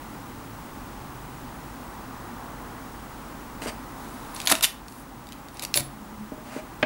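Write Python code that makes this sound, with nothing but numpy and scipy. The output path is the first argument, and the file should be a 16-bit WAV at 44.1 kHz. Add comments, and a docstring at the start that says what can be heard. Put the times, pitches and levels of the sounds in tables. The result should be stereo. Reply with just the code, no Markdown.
"""A packet of washers laid on a scale

A small plastic packet of metal cleat washers is lifted from a carton and laid on a pedal on a kitchen
scale. The film slides, snaps and crumples, the washers ring, and fingers rub and knock on the hand-held
camera. Behind is a quiet room with a thin electronic whistle, ducked by gain control after loud crackles."""
import sys
import numpy as np
from scipy import signal
from scipy.fft import rfft, irfft, next_fast_len
from scipy.io import wavfile
from scipy.ndimage import uniform_filter1d

SR = 44100
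rng = np.random.default_rng(int(sys.argv[2]) if len(sys.argv) > 2 else 0)


def master_out(mix):
    """Clip the mix to full scale and print it as 16-bit PCM to the path in sys.argv[1]."""
    frames = np.transpose(np.atleast_2d(mix))
    ceiling = np.clip(frames, -1, 1)
    pcm = np.round(ceiling * 32767).astype(np.int16)
    wavfile.write(sys.argv[1], SR, pcm)


N = 302085
TIME = np.arange(N) / SR

# spectrum of rustling film: f/Hz, density/dB
FILM = [(410, -29), (700, -2.5), (1660, -9), (2660, -2.5), (3240, -11), (3690, -1.5), (5060, -6.5),
        (7990, -7), (10500, -3), (14200, -12), (15400, -21), (16000, -42)]
# film sliding under the fingers: start/s, end/s, relative level/dB, tilt/(dB per octave)
SLIDES = [(3.957, 4.34, -55, 1), (4.334, 4.473, -44, -2), (4.869, 5.02, -52, 5), (5.534, 5.62, -48, -3)]


def from_db(db):
    """Decibels to gain."""
    return 10 ** (np.asarray(db) / 20)


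def rms_one(x):
    """Scale to unit power."""
    return x / np.sqrt(np.mean(x ** 2) + 1e-20)


def at_hz(points, hz):
    """Read a table on a log-frequency axis."""
    freqs, values = np.transpose(points)
    return np.interp(np.log(hz + 1e-3), np.log(freqs), values)


def cut(x, hz, kind, order=2):
    """Butterworth filter."""
    sos = signal.butter(order, np.clip(hz, 10, .45 * SR), kind, fs=SR, output="sos")
    return signal.sosfilt(sos, x + 1e-18)


def colour(x, spectrum, tilt_db=0):
    """Shape a noise by a spectrum and a tilt per octave, with steep skirts outside it; rms 1."""
    hz = np.fft.rfftfreq(x.shape[-1], 1 / SR) + 1
    inside = np.clip(hz, spectrum[0][0], spectrum[-1][0])
    skirt = np.minimum(hz / inside, inside / hz) ** 6
    shape = from_db(at_hz(spectrum, hz) + tilt_db * np.log2(inside))
    return rms_one(irfft(rfft(x) * skirt * shape, x.shape[-1]))


def diffuse(spectrum):
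    """Stereo noise, alike at both microphone ports in the bass and widest in the upper mids."""
    # likeness of left and right: f/Hz, correlation
    likeness = [(50, .9999), (130, 0.99), (250, 1), (500, 0.84), (1000, .83), (2500, 0.36), (6000, 0.71),
                (14000, 1)]
    size = next_fast_len(N)
    mid, side = rfft(rng.standard_normal((2, size)))
    alike = np.clip(at_hz(likeness, np.fft.rfftfreq(size, 1 / SR)), 0, 1)
    stereo = np.sqrt(1 + alike) * mid + np.sqrt(1 - alike) * side * [[1], [-1]]
    return colour(irfft(stereo, size), spectrum)[:, :N]


def resonate(x, hz, width_hz):
    """Two-pole resonance with gain 1 on top."""
    r = np.exp(-np.pi * width_hz / SR)
    feedback = [1, -2 * r * np.cos(2 * np.pi * hz / SR), r * r]
    return signal.lfilter(np.array([1, 0, -1]) * (1 - r * r) / 2, feedback, x + 1e-18)


def dying(t60):
    """Half a second of exponential decay."""
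    return np.exp(-np.log(1000) * TIME[:SR // 2] / t60)


def ring(hz, t60):
    """A struck mode."""
    return np.sin(2 * np.pi * hz * TIME[:SR // 2]) * dying(t60)


def burst(t60):
    """Noise that dies away."""
    return rng.standard_normal(SR // 2) * dying(t60)


def stroke(length, rise_s, fall_s):
    """One second holding an envelope that rises, holds and dies."""
    t = TIME[:SR]
    return (1 - np.exp(-t / rise_s)) * np.exp(-np.maximum(t - length, 0) / fall_s)


def grains(per_s, spread_db):
    """One second of tiny slips of uneven size; rms 1."""
    sizes = from_db(spread_db * np.minimum(rng.exponential(1, SR), 4)) * rng.choice([-1, 1], SR)
    return rms_one(sizes * (rng.random(SR) < per_s / SR))


def roughness(depth, below_hz):
    """A gain that flutters at random around 1."""
    return 1 + depth * rms_one(cut(rng.standard_normal(N), below_hz, "low"))


def add(track, s, sound):
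    """Mix a sound in at a time."""
    start = int(np.clip(round(s * SR), 0, N - 1))
    track[start:start + len(sound)] += sound[:N - start]


def room_tone():
    """Low room rumble; a distant rush swells and fades in its mid range."""
    # rumble spectrum: f/Hz, density/dB
    spectrum = [(12, -44), (20, -7), (49, -1.5), (86, -6), (130, -2), (198, -4.5), (236, 0), (270, 0.5),
                (315, -4), (346, -5), (396, -10), (680, -11.5), (824, -5.5), (1190, -8.5), (2000, -18.5),
                (2600, -85), (4400, -120)]
    # swells of the rush: crest t/s, half width/s, rise/dB
    swells = [(2.4, 0.57, 2.5), (4.2, 0.55, 2)]
    rumble = from_db(-40) * diffuse(spectrum)
    rush = signal.sosfiltfilt(signal.butter(2, 500, "high", fs=SR, output="sos"), rumble)
    swell_db = sum(db * np.exp(-((TIME - s) / half_width) ** 2) for s, half_width, db in swells)
    return rumble + rush * (from_db(swell_db) - 1)


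def hiss():
    """Steady microphone hiss."""
    # hiss spectrum: f/Hz, density/dB
    spectrum = [(1180, -46), (2000, 2), (4270, -6), (11800, -9.5), (14600, -12), (15000, -20.5)]
    return from_db(-50.5) * diffuse(spectrum)


def mains_hum(hz=49.5, rms_db=-52.5):
    """The mains hums on one low sine."""
    return from_db(rms_db) * np.sqrt(2) * np.sin(2 * np.pi * hz * TIME)


def whistle(hz=15625, dips_per_s=50, dip_half_width_s=.003, dip_depth=.75):
    """A thin, slightly rough electronic whistle whose level dips briefly at a steady rate."""
    from_dip_s = ((TIME * dips_per_s) % 1 - .5) / dips_per_s
    dips = 1 - dip_depth * np.exp(-(from_dip_s / dip_half_width_s) ** 2)
    tone = from_db(-55.5) * np.sqrt(2) * np.sin(2 * np.pi * hz * TIME)
    return tone * dips * roughness(depth=.33, below_hz=140)


def drones(fade_s=0.076, relative_width=0.047):
    """Low, wavering drones of narrow-band noise come and go."""
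    # drones: start/s, end/s, f/Hz, rms level/dB
    spells = [(0.294, 0.682, 111.9, -51.5), (0.897, 1.50, 126, -47), (2.008, 2.346, 121, -52.5),
              (5.9, 6.297, 211.5, -41.5)]
    out = np.zeros(N)
    for start, end, hz, db in spells:
        fade = np.clip(np.minimum(TIME - start, end - TIME) / fade_s, 0, 1)
        width_hz = relative_width * hz
        band = resonate(rng.standard_normal(N), hz, width_hz)
        out += from_db(db) * fade * rms_one(resonate(band, hz, width_hz))
    return out


def camera_rubs():
    """Skin sticks and slips on the camera's shell; a firm press brings out its narrow resonances."""
    # finger rubs: start/s, end/s, level/dB, tilt/(dB per octave), shell ring/dB
    rubs = [(3.616, 3.659, -38, 0, -16), (3.666, 3.696, -33.5, -.5, 1), (6.452, 6.52, -45.5, -1.5, -10.5),
            (6.519, 6.60, -39, -2, -12)]
    # skin friction spectrum: f/Hz, density/dB
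    skin = [(88, -40), (150, -31), (232, 1), (418, -21.5), (600, -3.5), (1330, -10.5), (2630, -9),
            (3500, -17.5), (8550, -16.5), (14000, -27)]
    # shell resonances: f/Hz, width/Hz, gain/dB
    resonances = [(590, 52, -5), (2020, 91, -16), (2970, 120, -1), (4640, 70, 13), (4890, 76, 3),
                  (8600, 90, 6)]
    out = np.zeros(N)
    for start, end, level_db, tilt_db, ring_db in rubs:
        friction = colour(grains(per_s=7000, spread_db=2.0), skin, tilt_db)
        shell = sum(from_db(db + ring_db) * resonate(friction, hz, width) for hz, width, db in resonances)
        envelope = stroke(end - start, rise_s=0.0019, fall_s=0.0061)
        add(out, start, from_db(level_db) * rms_one(friction + shell) * envelope)
    return out


def knocks(blows, modes, thud_db, thud_t60):
    """Each blow rings the body's modes over a dense thud; a soft contact leaves out the highs."""
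    out = np.zeros(N)
    for s, level_db, contact_hz in blows:
        body = sum((-1) ** k * from_db(db) * ring(hz, t60) for k, (hz, db, t60) in enumerate(modes))
        thud = from_db(thud_db) * cut(burst(thud_t60), [170, 3000], "band")
        add(out, s, from_db(level_db) * cut(body + thud, contact_hz, "low"))
    return out


def camera_knocks():
    """Fingers knock on the camera and ring its body."""
    # finger knocks: t/s, relative level/dB, contact cutoff/Hz
    blows = [(3.620, -37.5, 6000), (3.659, -31, 1100), (3.679, -40, 900), (6.318, -23.5, 330),
             (6.378, -34.5, 800), (6.563, -29, 700), (6.8277, -16.5, 3900), (6.8313, -19.5, 2400)]
    # camera modes: f/Hz, level/dB, t60/s
    modes = [(167, -6, 0.066), (270, -1.5, 0.069), (463, 1.5, 0.038), (623, -8.5, 0.34), (1070, -4, 0.02),
             (1610, 5, 0.0096), (2035, 2.5, 0.027), (2260, -5, 0.022), (2550, 1, .03), (3040, -8, 0.028),
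             (4410, -15, .03)]
    return knocks(blows, modes, thud_db=17, thud_t60=0.023)


def film_slides(edge_s=.014):
    """Sliding film gives a soft, even hiss of tiny slips."""
    out = np.zeros(N)
    for start, end, level_db, tilt_db in SLIDES:
        slips = colour(grains(per_s=4600, spread_db=1.5), FILM, tilt_db)
        add(out, start, from_db(level_db) * slips * stroke(end - start, edge_s, edge_s))
    return out


def small_creases(count=12, reference_db=-40.5, over_slide_db=20, ring_hz=4000):
    """Sliding sets off faint snaps, more often the firmer it is; rows of t/s, level/dB, f/Hz."""
    rows = []
    for start, end, level_db, _ in SLIDES:
        gaps = rng.uniform(0.98, 1.4, count)
        levels_db = level_db + over_slide_db + rng.normal(0, 4.3, count)
        pitches = ring_hz * rng.uniform(.8, 1.2, count)
        pace = 35 * from_db(level_db - reference_db)
        times = start + (np.cumsum(gaps) - gaps[0] / 2) / pace
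        rows += [(s, db, hz) for s, db, hz in zip(times, levels_db, pitches) if s < end]
    return rows


def film_snaps(pop_t60=0.00072, crack_ceiling_db=-16, rebound_s=0.00206):
    """A crease buckles with a sharp pop and a bright crack; the sheet around it rings briefly."""
    # the clearest creases snapping over: t/s, relative level/dB, ring f/Hz
    creases = [(4.361, -27, 3530), (4.402, -15, 2640), (4.473, 3, 3730), (4.4972, -6, 3400),
               (4.5221, 1, 3980), (4.553, -5, 3020), (4.6095, -10.5, 2900), (4.6302, -9, 3280),
               (4.6375, -1.5, 3800), (4.643, 4.5, 3040), (4.649, -4, 3260), (4.883, -25.5, 4500),
               (5.270, -28, 3920), (5.289, -28, 3900), (5.3223, -22.5, 3370), (5.33, -26, 2570),
               (5.4855, -28, 3730), (5.5953, -15.5, 3920), (5.650, -11, 4630), (5.7413, 0, 4530),
               (5.774, 0, 3830)]
    # modes of a buckled patch of film: multiple of the ring frequency, level/dB
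    modes = [(.6, -6.5), (.76, -30), (.97, -1.5), (1.2, -3), (1.5, -10.5), (1.85, -6)]
    out = np.zeros(N)
    build_up = 1 - np.exp(-TIME[:SR // 2] / 0.00046)   # the sheet takes up the motion
    for s, level_db, hz in creases + small_creases():
        sheet = sum(from_db(db) * ring(hz * ratio * rng.uniform(0.953, 1.04), t60=0.0085)
                    for ratio, db in modes)
        crack_db = min(-12, crack_ceiling_db - level_db)   # grows with the pop only up to a ceiling
        crack = from_db(crack_db) * cut(burst(t60=0.011), [5500, 12500], "band")
        flutter = from_db(-31) * cut(burst(t60=0.12), [1400, 7000], "band")
        snap = ring(hz, pop_t60) + from_db(-9) * sheet * build_up + crack + flutter
        add(out, s, from_db(level_db) * snap)
        rebound = from_db(level_db - 7.5) * ring(hz / 2, 2 * pop_t60)   # a weaker, lower pop
        add(out, s + rebound_s * rng.uniform(.7, 1.29), rebound)
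    return cut(out, 2160, "high", order=3)


def washer_clinks(held_contact_hz=8000, free_contact_hz=18000):
    """The washers ring high; the freer they lie, the harder the contact and the longer the ring."""
    # washers touching: t/s, relative level/dB, share of the free ring time (small while held)
    touches = [(4.348, -32, .16), (4.455, -26, 0.14), (4.517, -4, .08), (5.544, -38, .15),
               (5.637, -30, 0.19), (5.761, -22.5, 0.7), (5.771, -24, 0.72)]
    # modes of the free washers: f/Hz, level/dB, t60/s
    modes = [(3380, -31, 0.095), (10570, -2, 0.3), (10730, -7, 0.23), (11000, -1, 0.08), (14200, -25, 0.17),
             (15080, -1, 0.13)]
    out = np.zeros(N)
    for s, level_db, freedom in touches:
        contact_hz = held_contact_hz + freedom * (free_contact_hz - held_contact_hz)
        metal = sum(from_db(db + rng.normal(0, 2.8)) * ring(hz * rng.normal(1, 0.0023), t60 * freedom)
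                    for hz, db, t60 in modes)
        add(out, s, from_db(level_db) * cut(metal, contact_hz, "low"))
    return out * roughness(depth=0.28, below_hz=130)   # chatter against the film


def film_crumples(sag_db_per_s=108):
    """Crumpling film sheds thousands of tiny snaps a second, hardest at first, weaker as it gives way."""
    # the packet gripped or let go: start/s, end/s, relative level/dB, tilt/(dB per octave)
    grips = [(4.472, 4.595, -24.5, -1.5), (4.497, 4.526, -15.5, 1), (4.624, 4.654, -14, 1.5),
             (5.621, 5.642, -29, 0.5), (5.746, 5.808, -24, 2)]
    out = np.zeros(N)
    sag = from_db(-sag_db_per_s * TIME[:SR])
    for start, end, level_db, tilt_db in grips:
        crackle = colour(grains(per_s=4000, spread_db=5.0), FILM, tilt_db)
        envelope = sag * stroke(end - start, rise_s=0.002, fall_s=.0022)
        add(out, start, from_db(level_db) * crackle * envelope)
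    return out


def carton_bumps():
    """The packet bumps the carton as it is lifted: short, boxy knocks."""
    # bumps: t/s, relative level/dB, contact cutoff/Hz
    blows = [(4.498, -22, 2500), (4.514, -15, 1700), (4.5222, -11.5, 5000), (4.552, -27, 2500),
             (4.609, -32.5, 2500)]
    # carton modes: f/Hz, level/dB, t60/s
    modes = [(207, -15, 0.12), (250, -20, 0.11), (282, -11, .2), (351, -11.5, 0.068), (638, -7, 0.091),
             (685, 0, 0.061), (850, 2, 0.017), (1290, 3, 0.017), (1447, 0.5, 0.023), (1800, 1.5, 0.021),
             (2630, -4, 0.036)]
    return knocks(blows, modes, thud_db=10.5, thud_t60=0.027)


def scale_bumps():
    """The packet settles on the pedal and scale, which answer with dull, low knocks."""
    # landings: t/s, relative level/dB, contact cutoff/Hz
    blows = [(5.630, -41.5, 1200), (5.757, -34, 1790), (5.773, -29.5, 1450), (5.803, -24.5, 222)]
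    # modes of the pedal and scale: f/Hz, level/dB, t60/s
    modes = [(138.3, -3, 0.38), (233, -12, 0.12), (340, 3.5, 0.075), (582, 4.5, 0.088), (716, 0.5, 0.19),
             (980, 3, 0.043), (1260, -33, .04)]
    return knocks(blows, modes, thud_db=15.5, thud_t60=0.034)


def panned(x, pan_db):
    """Place a sound between the two ports by a left-minus-right level."""
    return x * from_db(pan_db * np.array([[.5], [-.5]]))


def echoes(x):
    """Nearby surfaces add at one port and take away at the other; long waves reach both alike."""
    # early echoes off the scale, floor and carton: delay/s, level/dB
    reflections = [(.0007, -46), (.0019, -26), (.0043, -13.5)]
    highs = cut(x, 1000, "high", order=1)
    side = sum(from_db(db) * np.interp(TIME - delay, TIME, highs, left=0) for delay, db in reflections)
    return side * np.array([[1], [-1]])


def reverberate(x, low_t60=0.3, treble_t60=0.25):
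    """The room's tail, different at each port and shorter in the treble."""
    tails = [cut(burst(low_t60), 3400, "low") + from_db(-1.5) * cut(burst(treble_t60), 3500, "high")
             for side in range(2)]
    tails = np.array(tails) * np.minimum(TIME[:SR // 2] / 0.0018, 1)
    tails = tails + .5 * tails[::-1]   # the ports sit close together
    tails = tails / np.sqrt(np.sum(tails ** 2) / 2)
    return signal.fftconvolve(x[None], tails, axes=1)[:, :N]


def gain_control(x, threshold_db=-29, slope=0.21, release_db_per_s=1.53):
    """Loud moments turn the camera's gain down at once; it creeps back over seconds."""
    power = uniform_filter1d(np.mean(x ** 2, axis=0), size=300)
    level_db = 10 * np.log10(np.maximum(power, 1e-12))
    duck_db = slope * np.maximum(level_db - threshold_db, 0)
    recovery_db = release_db_per_s * TIME
    held_db = np.maximum.accumulate(duck_db + recovery_db) - recovery_db
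    return x * from_db(-held_db)


def scene():
    """The packet and the camera's handling noise in a small reverb, over the quiet background."""
    # the packet moves left on its way to the pedal: t/s, left minus right/dB
    path = [(4.6, -0.3), (5.6, 2.2)]
    ambience = room_tone() + hiss() + mains_hum() + whistle() + drones()
    camera = camera_rubs() + camera_knocks()
    bumps = carton_bumps() + scale_bumps()
    rustle = from_db(0.5) * (film_crumples() + film_slides())
    packet = bumps + rustle + from_db(1.0) * washer_clinks() + from_db(4.5) * film_snaps()
    direct = panned(packet, np.interp(TIME, *np.transpose(path))) + panned(camera, pan_db=1.5)
    reverb = from_db(-11) * reverberate(packet + from_db(2.5) * camera)
    # crackles come from all over the packet, so part of them differs between the ports
    spread = from_db(-19) * film_crumples() * np.array([[1], [-1]])
    return direct + spread + echoes(packet + camera) + reverb + ambience


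def record(dry):
    """Gain control, full-scale clipping and a steep top cut."""
    clipped = np.clip(gain_control(dry), -1, 1)
    top_cut = signal.ellip(10, .1, 80, 16300, fs=SR, output="sos")
    return signal.sosfilt(top_cut, clipped)


dry = scene()
out = record(dry)
master_out(out)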